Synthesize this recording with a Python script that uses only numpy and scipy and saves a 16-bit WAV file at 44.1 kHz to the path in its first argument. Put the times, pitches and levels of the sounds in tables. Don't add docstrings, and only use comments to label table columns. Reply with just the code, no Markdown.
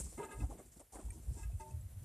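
import sys
import numpy as np
from scipy import signal
from scipy.fft import rfft, irfft
from scipy.io import wavfile
from scipy.ndimage import uniform_filter1d

SR = 44100
rng = np.random.default_rng(int(sys.argv[2]) if len(sys.argv) > 2 else 0)


def makeup_ratio(level_db):
    decades = np.asarray(level_db, float) / 20
    return 10 ** decades


def inscribe(sig):
    pcm = np.round(np.clip(np.atleast_2d(sig).T, -1, 1) * 32767)
    wavfile.write(sys.argv[1], SR, pcm.astype(np.int16))


N = 90052


def evened(x):
    return x / np.sqrt(np.mean(x ** 2) + 1e-20)


def curve(points):
    times, levels = np.transpose(points)
    return makeup_ratio(np.interp(np.arange(N) / SR, times, levels))


def colour(x, points):
    f, db = np.transpose(points)
    hz = np.fft.rfftfreq(x.shape[-1], 1 / SR)
    gain = makeup_ratio(np.interp(np.log(hz + 1), np.log(f + 1), db, -90, -90))
    return irfft(rfft(x) * gain, x.shape[-1])


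def burst(start, length, db, rise):
    u = (np.arange(N) / SR - start) / length
    swell = np.sin(np.pi / 2 * np.clip(u / rise, 0, 1)) ** 2
    fade_db = -11 * np.clip(u - rise, 0, 9) ** 2
    return makeup_ratio(db + fade_db) * swell


def grains(per_s, spread_db, bed):
    size = makeup_ratio(spread_db * np.minimum(rng.exponential(1, N), 4))
    clicks = size * rng.choice([-1., 1.], N) * (rng.random(N) < per_s / SR)
    return evened(clicks) + bed * rng.standard_normal(N)


def patchy(x, depth_db, gaps=-9.0):
    z = signal.stft(x, nperseg=512)[2]
    field = uniform_filter1d(rng.standard_normal(z.shape), size=25, axis=0)
    field = evened(uniform_filter1d(field, size=7, axis=1))
    patch_db = depth_db * field - 50 * np.clip(gaps - field, 0, .5)
    return signal.istft(z * makeup_ratio(patch_db), nperseg=512)[1][:N]


def rings(rows, rise_cycles):
    out = np.zeros(N)
    for s, db, hz, t60 in rows:
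        t = np.maximum(np.arange(N) / SR - s, 0)
        onset = 1 - np.exp(-t * hz / rise_cycles)
        out += makeup_ratio(db - 60 * t / t60) * onset * np.sin(2 * np.pi * hz * t)
    return out


def hiss():
    # f/Hz, level/dB per Hz
    floor_tone = [(100, -55), (170, -16), (447, -21), (539, -17), (1090, -26), (1610, -25.5), (5120, -31),
                  (10800, -20), (14500, -28)]
    # t/s, level/dB
    rustle = [(0, 11), (.65, 9), (.83, 7.5), (.915, 7.5), (.95, 9.5), (1.3, 10.5), (1.55, 10.5),
              (2.04, 11.5)]
    slow = uniform_filter1d(rng.standard_normal(N), size=900)
    flicker = makeup_ratio(evened(uniform_filter1d(slow, size=900)))
    noise = evened(colour(rng.standard_normal((2, N)), floor_tone))
    return makeup_ratio(-79) * curve(rustle) * flicker * noise


def wind():
    # t/s, level/dB
    gust_level = [(0, -46.5), (.12, -56.5), (.33, -71), (.45, -42), (.58, -64), (.78, -64), (.9, -75),
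                  (.96, -62), (1.1, -54), (1.5, -52.5), (2.04, -53)]
    # f/Hz, level/dB
    gust_tone = [(25, -20.5), (45, 4.5), (65, 2.5), (120, -6.5), (250, -24), (600, -57.5), (1500, -74)]
    lumps = grains(per_s=290, spread_db=5.0, bed=1.5)
    return curve(gust_level) * evened(colour(lumps, gust_tone))


def crush():
    # start t/s, length/s, dull grain level/dB, fizz level/dB, crispness of dull grains/0-1
    bursts = [(-0.01, 0.029, -55, -45, 0.14), (0.022, 0.051, -52.5, -52.5, 0.04),
              (0.059, 0.16, -73, -59.5, 0.6), (0.118, 0.031, -62.5, -62, 1),
              (0.168, 0.045, -50, -63.5, 0.3), (0.198, 0.071, -51.5, -73, 0.96),
              (0.228, 0.032, -65, -60.5, 1), (0.265, 0.08, -59, -69.5, 0.98),
              (0.296, 0.076, -69, -62.5, 0.7), (0.366, 0.097, -51, -62.5, 0.03),
              (0.402, 0.041, -52, -75, 0.4), (0.484, 0.063, -53.5, -62.5, 0.2),
              (0.568, 0.057, -60, -66.5, 0.61), (0.643, 0.049, -66.5, -67, 0),
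              (0.709, 0.043, -73, -65.5, 0.1), (0.76, 0.024, -60.5, -64, 0.2), (0.79, 0.027, -61, -60, 1),
              (0.917, 0.038, -60.5, -58.5, 0.9), (0.931, 0.046, -57, -59, 1),
              (0.979, 0.051, -55.5, -64, 0.65), (1.03, 0.079, -58.5, -68.5, 0.14),
              (1.103, 0.09, -62.5, -64, 0.13), (1.189, 0.15, -62, -69, 0.05),
              (1.294, 0.13, -69, -64.5, 0.47), (1.365, 0.045, -76, -60, 0.9), (1.411, 0.035, -64, -62, 0.2),
              (1.46, 0.19, -77, -70, 1), (1.493, 0.036, -69, -78, 1), (1.588, 0.039, -69, -62.5, 0.9),
              (1.653, 0.083, -68, -69, 0.4), (2.006, 0.086, -61, -70, 0.12)]
    # f/Hz, level/dB per Hz
    dull_tone = [(76, -56), (130, 3.5), (340, 1), (561, -8.5), (726, -8), (1580, -23.5), (4000, -37),
                 (5200, -52), (8800, -120)]
    # f/Hz, level/dB per Hz
    fizz_tone = [(1760, -22.5), (3000, -22.5), (3880, -21), (6300, -12), (7500, -4), (9080, -4.5),
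                 (13600, -30.5), (14500, -9.5)]
    rise = 0.36
    dull = evened(patchy(colour(grains(per_s=1400, spread_db=2.0, bed=1.0), dull_tone), depth_db=3.5))
    soft = signal.sosfiltfilt(signal.butter(2, 392, fs=SR, output="sos"), dull)
    fizz = evened(patchy(colour(grains(per_s=2500, spread_db=3.0, bed=0.9), fizz_tone), depth_db=2.0))
    wide = evened(colour(grains(per_s=5900, spread_db=6.0, bed=0.26), fizz_tone))

    soft_power, crisp_power, fizz_power = np.zeros(N), np.zeros(N), np.zeros(N)
    for start, length, dull_db, fizz_db, crisp in bursts:
        power = burst(start, length, dull_db, rise) ** 2
        soft_power += power * (1 - crisp)
        crisp_power += power * crisp
        fizz_power += burst(start, length, fizz_db, rise) ** 2
    thud = np.sqrt(soft_power) * evened(soft)
    crunch = np.sqrt(crisp_power) * evened(dull - soft)
    high = np.sqrt(fizz_power)
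    return thud + crunch + high * fizz, high * wide * makeup_ratio(-2.5)


def jolts():
    # t/s, peak level/dB, f/Hz, length/s
    thumps = [(-0.009, -40.5, 61.7, 0.1), (0.029, -48, 75.6, 0.038), (0.324, -57, 88.5, 0.16),
              (0.348, -43.5, 55.5, 0.061), (0.373, -44.5, 117.8, 0.092), (0.408, -34, 58, 0.075),
              (0.433, -32.5, 90, 0.018), (0.47, -45.5, 51.3, 0.096), (0.938, -53, 46, 0.055),
              (1.042, -37.5, 58.4, 0.071), (1.074, -47.5, 88, 0.087), (1.097, -40.5, 48.5, 0.031),
              (1.159, -53, 47.8, 0.36), (1.281, -32, 60.5, 0.045), (1.308, -37.5, 113.5, 0.028),
              (1.346, -41.5, 67.4, 0.043), (1.391, -44, 50.9, 0.15), (1.416, -47, 75.6, 0.054),
              (1.437, -41, 60.7, 0.16), (1.454, -40.5, 98, 0.016), (1.487, -48, 78.1, 0.15),
              (1.532, -35, 92.7, 0.035), (1.577, -51, 50, 0.13), (1.615, -51, 72, 0.037),
              (1.709, -44, 118.2, 0.14), (1.728, -38.5, 81.4, 0.075), (1.768, -51, 60.3, 0.2),
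              (1.813, -45.5, 97.6, 0.095), (1.928, -43, 58, 0.079), (1.959, -42.5, 91.5, 0.053),
              (2.018, -47, 119, 0.028)]
    out = np.zeros(N)
    for s, db, hz, length in thumps:
        t = np.clip(np.arange(N) / SR - s, 0, length)
        arch = np.sin(np.pi * (t / length) ** 0.6)
        out += makeup_ratio(db) * arch * np.sin(2 * np.pi * hz * t)
    return out


def grip_knocks():
    # t/s, level/dB, f/Hz, t60/s
    knocks = [
        (0.004, -40, 490, 0.026),
        (0.18, -33, 303, 0.029),
        (0.197, -36.5, 415, 0.085),
        (0.201, -38, 938, 0.1),
        (0.222, -38, 437, 0.082),
        (0.426, -41.5, 276, 0.096),
    ]
    return rings(knocks, rise_cycles=1.0)


def pole():
    # f/Hz, level/dB, t60/s
    modes = [(389.6, -10, 0.11), (592, -19, 0.092), (906, -7.5, 0.094), (1250, -10.5, 0.073),
             (1633, -12, 0.1), (2062, -14.5, 0.086), (2603, -17.5, 0.068), (3566, -26.5, 0.04)]
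    # start t/s, length/s, level/dB, tilt/dB per octave
    scrapes = [
        (0.168, 0.071, -49.5, -2.5),
        (0.227, 0.026, -43.5, -1.5),
        (0.267, 0.14, -53, -4),
        (0.306, 0.03, -57.5, 8),
        (0.4, 0.025, -59.5, 5.5),
        (1.358, 0.11, -65.5, 3),
        (1.427, 0.024, -69.5, 11.5),
        (1.598, 0.019, -66.5, 12.5),
    ]
    slips = grains(per_s=2800, spread_db=0.0, bed=0.89)
    out = np.zeros(N)
    for hz, mode_db, t60 in modes:
        r = makeup_ratio(-60 / t60 / SR)
        ring = evened(signal.lfilter([1], [1, -2 * r * np.cos(2 * np.pi * hz / SR), r * r], slips))
        swing = uniform_filter1d(ring ** 2 + 1e-3, size=600)
        ring = evened(ring / swing ** 0.15)
        push = np.zeros(N)
        for start, length, db, tilt in scrapes:
            tilt_db = tilt * np.log2(min(hz, 2600) / 891)
            push += burst(start, length, db + mode_db + tilt_db, 0.17) ** 2
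        out += ring * np.sqrt(signal.lfilter([1 - r * r], [1, -r * r], push))
    return out * makeup_ratio(-0.5)


def pings():
    # t/s, level/dB, f/Hz, t60/s
    kicks = [(0.176, -54, 1250, 0.12), (0.178, -58.5, 2100, 0.22), (0.230, -56, 2580, .06),
             (0.241, -45.5, 890, 0.18), (0.242, -63, 2720, .05), (0.289, -61, 2565, 0.052),
             (0.310, -50, 1635, .14), (0.326, -55, 1240, 0.13), (0.403, -51, 2574, 0.035),
             (0.594, -64.5, 2100, 0.051), (1.364, -61, 940, 0.17), (1.390, -53, 905, 0.14),
             (1.431, -57, 2613, 0.1), (1.434, -61, 1652, 0.11), (1.515, -72, 2570, 0.17),
             (1.660, -51.5, 893, 0.26), (1.708, -64, 2604, 0.066)]
    return rings(kicks, rise_cycles=3.5)


def squeaks():
    # t/s, level/dB, f/Hz, t60/s
    chirps = [(0.2339, -47, 8300, .015), (0.3087, -51, 7200, 0.018), (0.9333, -60, 8180, .02),
              (1.429, -54.5, 7450, .05), (1.6072, -50, 6280, .02), (0.2503, -41, 6980, 0.013),
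              (0.2514, -46, 8340, 0.025), (1.608, -61, 4630, 0.011), (1.706, -55.5, 6530, 0.023),
              (1.71, -52.5, 8650, .03), (1.81, -54.5, 7740, 0.04)]
    # f/Hz, level/dB, t60/s
    dry_tick = [(1910, -48, 0.023), (2340, -46, 0.027), (6450, -49, 0.014), (8620, -38, 0.025)]
    tick_s = 1.104
    tick = [(tick_s, db, hz, t60) for hz, db, t60 in dry_tick]
    return rings(tick + chirps, rise_cycles=9)


def clods():
    # t/s, level/dB, f/Hz, t60/s
    breaks = [(0.431, -47, 820, 0.05), (0.440, -47, 740, 0.057), (0.499, -46, 533, 0.035),
              (0.508, -45.5, 822, 0.045), (0.514, -46.5, 1070, 0.018), (0.519, -46, 507, .03),
              (0.526, -40, 690, 0.021), (0.552, -55, 330, 0.028), (0.591, -49, 442, 0.021),
              (0.598, -48, 590, 0.049), (0.609, -50, 370, 0.058), (0.769, -55, 295, 0.058),
              (0.799, -52.5, 570, 0.058), (0.924, -56, 806, 0.024), (0.934, -44.5, 765, 0.027),
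              (0.943, -53, 1030, 0.027), (0.955, -47.5, 1000, 0.024), (0.955, -41, 298, 0.032),
              (0.957, -58.5, 2080, 0.028), (0.987, -41.5, 360, 0.028), (0.989, -53, 830, 0.026),
              (0.998, -54, 716, 0.055), (1.009, -57, 1050, 0.025), (1.085, -59, 920, 0.045),
              (1.128, -63.5, 960, 0.1), (1.155, -46, 338, 0.035), (1.498, -56.5, 683, 0.057)]
    return rings(breaks, rise_cycles=0.76)


def slide():
    # start t/s, length/s, level/dB
    tip_slide = (1.347, 0.093, -75)
    hz, wide_hz = 5560, 490
    band = [(hz - 2 * wide_hz, -30), (hz, 0), (hz + 2 * wide_hz, -30)]
    return burst(*tip_slide, 0.3) * evened(colour(rng.standard_normal(N), band))


def struck_pole():
    # f/Hz, level/dB, t60/s
    free_modes = [(378.5, -49.5, 0.38), (612, -54.5, 0.55), (893, -38, 0.18), (1256, -53.5, 0.068)]
    strike_s = 1.596
    return rings([(strike_s, db, hz, t60) for hz, db, t60 in free_modes], rise_cycles=16.5)


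def scene():
    # f/Hz, level/dB
    port_tone = [(3000, -40), (4500, -13), (7000, -3), (10000, -3.5), (14000, -0.5)]
    floor = hiss()
    snow, snow_side = crush()
    mid = floor[0] + wind() + snow + jolts() + squeaks() + clods()
    mid = mid + grip_knocks() + pole() + pings() + slide() + struck_pole()
    side = patchy(colour(floor[1] + snow_side, port_tone), depth_db=1.5, gaps=-.35)
    return np.array([mid + side, mid - side])


def band_limit(x):
    return signal.sosfilt(signal.butter(12, 14660, fs=SR, output="sos"), x)


def record(dry):
    # f/Hz, level/dB
    mic_band = [(15, -30), (30, -8), (45, 0), (14250, 0), (14340, -70)]
    return band_limit(colour(dry, mic_band))


dry = scene()
out = record(dry)
inscribe(out)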